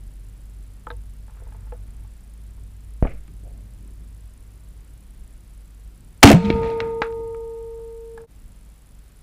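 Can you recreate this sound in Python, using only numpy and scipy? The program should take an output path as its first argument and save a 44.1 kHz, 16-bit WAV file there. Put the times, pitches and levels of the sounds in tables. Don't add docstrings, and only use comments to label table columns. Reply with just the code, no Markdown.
import sys
import numpy as np
from scipy import signal
from scipy.fft import rfft, irfft, next_fast_len
from scipy.io import wavfile
from scipy.ndimage import uniform_filter1d

SR = 44100
rng = np.random.default_rng(int(sys.argv[2]) if len(sys.argv) > 2 else 0)


def ratio(d):
    e = np.asarray(d, float) / 20
    return 10 ** e


def generate_wav(sig):
    pcm = np.round(np.clip(np.atleast_2d(sig).T, -1, 1) * 32767).astype(np.int16)
    wavfile.write(sys.argv[1], SR, pcm)


N = 406602
TIME_S = np.arange(N) / SR


def evened(x):
    return x / np.sqrt(np.mean(x ** 2) + 1e-20)


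def curve(rows):
    s, level_db = np.transpose(rows)
    return np.interp(TIME_S, s, level_db)


def noise(colour, lo_hz=0, hi_hz=SR):
    size = next_fast_len(N)
    hz = np.fft.rfftfreq(size, 1 / SR)
    f, db = np.transpose(colour)
    shape = ratio(np.interp(np.log(hz + 1), np.log(f), db, -120, -120))
    inside = (hz >= lo_hz) & (hz < hi_hz)
    shape /= np.sqrt(2 * np.sum(shape[inside] ** 2) / size)
    return irfft(rfft(rng.standard_normal(size)) * shape, size)[:N]


def resonate(x, hz, width_hz):
    r = np.exp(-np.pi * width_hz / SR)
    pole = r * np.exp(2j * np.pi * hz / SR)
    return 2 * signal.lfilter([1 - r], [1, -pole], x).real


def add(mix, s, sound):
    part = mix[round(s * SR):][:len(sound)]
    part += sound[:len(part)]


def waver(top_hz):
    t = np.arange(0, N + 200, 200) / SR
    rates_hz = top_hz * np.geomspace(1 / 8, 1, num=24)
    slow = sum(np.sin(2 * np.pi * (f * t + rng.random())) / np.sqrt(f) for f in rates_hz)
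    return np.interp(TIME_S, t, evened(slow))


# pitch_hz, level_db (per Hz)
HISS_COLOUR = [(180, -3), (300, -3), (650, -6), (2190, -10.5), (6080, -16), (7530, -17.5), (9020, -13.5),
               (9800, -17.5), (12100, -17), (15300, -16)]
# pitch_hz, width_hz, level_db
FIZZ_BANDS = [(7710, 1100, -3.5), (9910, 1300, -1), (11000, 430, -5)]
# first_slot_s, end_s, writes_per_s, offset_s
DATA_WRITES = [
    (.0057, 8.26, 29.968, -.004),
    (.0057, 8.26, 23.445, -.0169),
    (8.2987, 9.22, 29.96, -.0102),
    (8.2987, 9.22, 23.5, .0135),
]


def electronics():
    gate = np.zeros(N)
    pulse = signal.windows.tukey(round(.0046 * SR), .3)
    for first, end, rate, offset in DATA_WRITES:
        due = np.arange(offset, end - first, 1 / rate)
        jitter, level = rng.standard_normal((2, len(due)))
        slots = np.round((due + .0015 * jitter) * 100) / 100
        for s, db in zip(first + slots[slots >= 0], 0.92 * level):
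            add(gate, s, ratio(2 * db) * pulse)
    white = rng.standard_normal(N)
    fizz = sum(ratio(db) * resonate(resonate(white, hz, w), hz, w) for hz, w, db in FIZZ_BANDS)
    hiss = ratio(-62.5) * noise(HISS_COLOUR, 370, 19000)
    return hiss + ratio(-60.0) * np.sqrt(gate) * evened(fizz)


# pitch_hz, level_db (per Hz)
WIND_COLOUR = [(20, -4.5), (34, 3), (70, -10), (125, -13), (184, -15.5), (290, -25), (700, -42)]
# time_s, level_db
CARRY = [(0, -40.5), (.15, -41), (.66, -37.5), (.79, -42), (.98, -35.5), (1.29, -42), (1.46, -37),
         (2.0, -37.5), (2.19, -41.5), (2.36, -39.5), (3.2, -40.5), (3.74, -38.5), (4.4, -43), (5.43, -44),
         (6.1, -43.5), (7.4, -43.5), (8.3, -47), (9.2, -49)]
START_HZ, STEADY_HZ, SETTLE_S = 45.7, 51.8, 0.99


def drone():
    hz = STEADY_HZ - (STEADY_HZ - START_HZ) * np.exp(-TIME_S / SETTLE_S) + 1.0 * waver(2.9)
    carry_db = curve(CARRY)
    second_db = -50 + 1.1 * (carry_db + 39) + 1.2 * waver(1.9)
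    wind_db = -56.5 + .3 * (carry_db + 39.5) + 1.0 * waver(5)
    tone = np.sqrt(2) * np.sin(2 * np.pi * np.cumsum(hz) / SR)
    fuzz = ratio(-12) * noise([(22, -7.0), (36, -5), (52, 6.0), (66, -3), (76, -16.0)])
    second = noise([(72, -16.5), (88, -4.5), (98, 3.0), (112, -18), (128, -9.5)])
    engine = ratio(carry_db + 1.5 * waver(7.7)) * (tone + fuzz)
    return engine + ratio(second_db) * second + ratio(wind_db) * noise(WIND_COLOUR, 130, 350)


# pitch_hz, width_hz
BODY = [(340, 100), (488, 24), (630, 90), (878, 36), (1030, 130), (1280, 130), (1610, 150), (1950, 220),
        (2280, 220), (2650, 320), (3200, 400), (3750, 380), (4600, 500), (7600, 900)]
TICK_SPREAD, TICK_RATTLE_DB = 0.57, -7.5


def knock(db, hz, spread=TICK_SPREAD, rattle_db=TICK_RATTLE_DB, grip_hz=0):
    t = np.arange(round(.35 * SR)) / SR
    t60 = 0.098 * (1000 / hz) ** 0.69
    rattle = ratio(rattle_db - 22.0 - 60 * t / t60) * rng.standard_normal(len(t))
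    body = np.zeros(len(t))
    for f, width in BODY:
        share = np.exp(-.5 * (np.log2(f / hz) / spread) ** 2)
        decay = np.exp(-np.pi * (width + grip_hz) * t)
        body += share * decay * np.sin(2 * np.pi * f * rng.uniform(.98, 1.02) * t)
    body *= 1 - np.exp(-(t * hz * 4.3 * spread) ** 2)
    ring = signal.fftconvolve(np.append(1., rattle[1:]), body)[:len(t)]
    return ratio(db) * ring / abs(ring).max()


def knocks(rows, grip_hz):
    out = np.zeros(N)
    for s, *how in rows:
        add(out, s, knock(*how, grip_hz=grip_hz))
    return out


# start_s, level_db, pitch_hz
TICKS = [(1.2971, -45, 1174), (1.3721, -43, 1370), (1.4021, -47.5, 720), (1.4201, -42.5, 540),
         (1.4681, -43.5, 616), (1.5471, -41.5, 667), (1.6701, -50, 940), (1.8811, -49, 1650),
         (2.0471, -48, 887), (2.5791, -54, 810), (3.2801, -43, 2075), (7.7901, -43.5, 640),
         (8.2381, -43.5, 950)]
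# start_s, length_s, level_db
SCRAPES = [
    (1.281, .45, -53),
    (1.861, .22, -58),
    (8.178, .06, -46.5),
]
TICK_GRIP_HZ = 50


def fingers():
    out = knocks(TICKS, TICK_GRIP_HZ)
    for s, length_s, db in SCRAPES:
        size = round(length_s * SR)
        slip_starts = rng.random(size) < 110 / SR
        slips = slip_starts * ratio(4.5 * rng.standard_normal(size))
        tiny = knock(db, 1140, 1.0, -32, TICK_GRIP_HZ)[:2000]
        add(out, s, signal.fftconvolve(slips, tiny))
    return out


# start_s, level_db, pitch_hz, spread_octaves, rattle_db
HANDLING = [(.8692, -24.5, 1230, 0.23, -13), (.871, -29.5, 570, 1.03, -14), (.8696, -44, 3080, 0.15, -14),
            (.9034, -24.5, 1510, .27, -12), (.9036, -35.5, 3800, 0.15, -14), (.905, -27.5, 620, 1, -9),
            (.9133, -38, 3770, 0.16, -14), (.9135, -35, 1490, 0.41, -18), (1.5231, -40, 1380, 0.63, -25),
            (1.7222, -34, 1200, 0.59, -12), (1.7235, -31.5, 490, 0.37, -17),
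            (3.0262, -22.5, 614, 0.21, -13), (3.0257, -34.5, 2000, 0.27, 0.5), (3.026, -43, 4600, .26, -17),
            (3.051, -31, 1520, 0.39, -18), (3.047, -39, 2100, .25, -14), (3.0715, -31.5, 2420, 0.17, -20)]


def handling():
    return knocks(HANDLING, 0)


# start_s, level_db, push_s
NEIGHBOUR = [
    (3.026, 2, 0.0038),
    (3.0405, -11.5, 0.0167),
    (3.0497, -11, 0.0023),
    (3.0531, -8.5, 0.0028),
]


def neighbour():
    out = np.zeros(N)
    t = np.arange(SR // 2) / SR
    for s, db, push in NEIGHBOUR:
        front = 1 - np.exp(-(t / (0.14 * push)) ** 2)
        add(out, s, ratio(db) * (1 - t / push) * np.exp(-.7 * t / push) * front)
    return out


# pitch_hz, level_db (per Hz)
ECHO_COLOURS = [
    [(30, -5.5), (70, 3), (190, -2), (300, -7), (450, -16.5)],
    [(300, -15), (450, 1.5), (680, 1), (1000, -19.5), (1300, -19)],
    [(800, -17), (1200, 5.5), (1700, 2), (2100, -7.5), (2800, -17)],
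    [(1600, -3), (2100, 9), (2500, 9.5), (3200, -8.5), (5000, -16), (9000, -25.5)],
    [(2800, -13), (3400, 1.5), (4600, -9), (5600, -15.5), (8000, -25)],
]
BAND_HZ = [150, 680, 1450, 2500, 4000]
# start_s, level_db, pitch_hz, spread_octaves, t60_s
RETURNS = [(3.045, -23, 680, 0.46, 0.089), (3.05, -27.5, 170, 0.88, 0.25), (3.027, -45, 1700, .45, 0.32),
           (3.06, -44, 2400, .3, 0.27), (3.27, -39.5, 150, .5, 0.35), (3.43, -52, 680, .2, 0.65),
           (3.38, -49, 150, .4, 1.5), (3.78, -44, 150, .4, 1.2), (3.085, -43.5, 650, .3, 0.28),
           (6.293, 3.5, 300, 0.99, .19), (6.3, -37.5, 2540, .5, 1.3), (6.38, -21, 150, 1.1, 1.5),
           (6.5, -44, 1500, 0.73, 0.23), (6.6, -36.5, 700, 0.77, 0.56), (6.63, -36.5, 2890, 0.27, 0.38),
           (6.69, -54, 3500, 0.44, 0.15), (6.77, -38.5, 600, .6, .5), (7.15, -41, 150, 0.66, 0.64)]
# start_s, level_db, pitch_hz, spread_octaves, t60_s
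RUSTLE = [
    (1.27, -65, 900, 1.0, 3.0),
    (1.72, -51, 700, 0.79, 0.19),
    (6.805, -38.5, 1657, 0.58, 0.24),
    (6.85, -53, 2200, 0.62, 0.15),
    (7.022, -33.5, 1400, 0.79, 0.18),
    (8.13, -45, 252, 0.98, 1.2),
    (8.175, -60.5, 1400, .5, 0.24),
]


def echoes():
    out = np.zeros(N)
    t = np.arange(2 * SR) / SR
    level_ranges_hz = [(60, 400), (500, 850), (1480, 1980), (2100, 3400), (3400, 4600)]
    for colour, edges, band_hz in zip(ECHO_COLOURS, level_ranges_hz, BAND_HZ):
        smooth = uniform_filter1d(rng.standard_normal(N), size=300)
        lumps = evened(uniform_filter1d(smooth, size=300))
        power = np.zeros(N)
        for s, db, hz, spread, t60 in RETURNS + RUSTLE:
            share = np.exp(-.5 * (np.log2(band_hz / hz) / spread) ** 2)
            part = t[:round(min(t60, 2) * SR)]
            rise = 1 - np.exp(-part / (.05 * t60))
            add(power, s, (share * ratio(db - 60 * part / t60) * rise) ** 2)
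        out += np.sqrt(power) * ratio(2.0 * lumps) * noise(colour, *edges)
    return out


# start_s, level_db, pitch_hz, spread_octaves, rattle_db
ACTION = [(6.449, -24, 3280, 0.21, -11), (6.4547, -21, 3530, .8, -18), (6.46, -25, 3120, 0.3, -21),
          (6.5024, -8.5, 2640, 0.34, -5), (6.503, -38, 590, 0.44, 0), (6.5269, -25, 2686, 0.28, -7),
          (6.6321, -20.5, 1600, 0.97, -3.5), (6.6601, -33, 2680, 0.26, 0), (6.7015, -28, 3080, 0.36, -1.5),
          (6.8038, -11.5, 2500, 0.485, -9.5), (6.804, -22.5, 800, 0.65, -13.5), (7.0189, -4, 1220, .9, -17),
          (7.0192, -25, 3780, 0.27, 3), (7.0214, -10, 1900, 0.32, -20), (7.1256, -33, 2113, 1.2, -15),
          (7.1914, -37.5, 277.6, .46, -8), (7.3467, -39, 1314, 0.2, -16), (7.3463, -39.5, 2210, 0.19, -12),
          (8.1762, -35, 1116, 0.21, -12), (8.177, -37.5, 1610, 0.18, -2), (8.1763, -41.5, 3360, .5, -8)]


def action():
    return knocks(ACTION, 25)


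# pitch_hz, level_db (at 6.55 s), t60_s
STEEL = [(456.85, -22.6, 5.7), (884.1, -41, 2.6), (913.65, -31.5, 2.8), (1235.5, -41.5, 2.5),
         (312.2, -52, 4.5), (673, -50, 1.8), (856, -53, 2.4), (1330, -55, 1.2), (1372, -54, .9),
         (1453, -55, 1.1), (1631, -58, 1.6), (2019, -58, 2.6), (2165, -57, 1.9), (4270, -66, .45),
         (4974, -67, .9)]
# time_s, level_db
SWELL = [(6.24, -31.5), (6.32, -9.5), (6.47, -5), (6.58, 0)]


def steel():
    modes = np.zeros(N)
    for hz, db, t60 in STEEL:
        level_db = db - 60 * np.maximum(TIME_S - 6.55, -.3) / t60
        modes += ratio(level_db) * np.sin(2 * np.pi * (hz * TIME_S + rng.random()))
    return np.sqrt(2) * ratio(curve(SWELL)) * (TIME_S > SWELL[0][0]) * modes


# time_s, level_db
ROAR = [(6.2235, -51.5), (6.2285, -28), (6.2295, 12), (6.239, 18.5), (6.241, 2), (6.26, 0.5), (6.4, -41),
        (6.55, -55), (6.75, -62)]
# pitch_hz, level_db (per Hz)
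ROAR_COLOUR = [(200, -11.5), (800, 6), (1500, -1.5), (2600, 1.5), (4000, -9.5), (8000, -14), (15000, -45.5)]
# start_s, pitch_hz, level_db, t60_s, rise_s
BOOM = [(6.2397, 280.6, 18, 0.18, 0.00032), (6.245, 99.5, 28.5, 0.042, 0.0011),
        (6.268, 215, 8.5, 0.19, 0.0016), (6.304, 328, 0.5, 0.11, 0.0024), (6.337, 135, 9, 0.054, 0.0019),
        (6.3461, 176.2, 3.5, 0.19, 0.0064), (6.435, 205.4, -10.5, 0.38, 0.0064),
        (6.5029, 333, 1, 0.011, 0.00043), (6.536, 60.4, -5.5, 0.05, 0.0045), (6.552, 197, -23, 0.32, 0.014)]
# start_s, level_db
FLUTTER = [
    (6.272, -6.5),
    (6.286, -6),
    (6.3008, -3),
    (6.316, -4),
    (6.329, -11),
    (6.347, -22.5),
]


def blast():
    out = ratio(curve(ROAR)) * noise(ROAR_COLOUR)
    out *= (TIME_S > ROAR[0][0]) & (TIME_S < ROAR[-1][0])
    t = np.arange(SR) / SR
    for s, hz, db, t60, rise in BOOM:
        envelope = ratio(db - 60 * t / t60) * (1 - np.exp(-t / rise))
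        add(out, s, envelope * np.sin(2 * np.pi * hz * t))
    for s, db in FLUTTER:
        puff = rng.standard_normal(800) * ratio(-60 * t[:800] / .016)
        add(out, s, ratio(db) * (3.2 * resonate(puff, 2200, 830) + 0.28 * resonate(puff, 5000, 5000)))
    return out


def scene():
    lasting = drone() + electronics() + neighbour() + blast()
    first_scene = fingers() + handling() + echoes() + action() + steel()
    return (lasting + first_scene * (TIME_S < SCENE_CHANGE[1]))[None]


def top_cut(x):
    return signal.sosfilt(signal.butter(12, 15420, fs=SR, output="sos"), x)


# time_s, level_db
GAIN = [
    (6.249, 0),
    (6.256, -3.8),
    (6.4, -3.8),
    (6.49, 0),
]
# fade_start_s, silence_s, fade_end_s
SCENE_CHANGE = (8.222, 8.266, 8.31)


def record(dry):
    overloaded = np.clip(dry, -.96, .96)
    coupled = signal.lfilter([1, -1], [1, -np.exp(-2 * np.pi * 4 / SR)], overloaded)
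    fade = np.interp(TIME_S, SCENE_CHANGE, [1, 0, 1]) ** .75
    mix = np.clip(coupled * ratio(curve(GAIN)) * fade, -1, 1)
    return top_cut(mix)


dry = scene()
out = record(dry)
generate_wav(out)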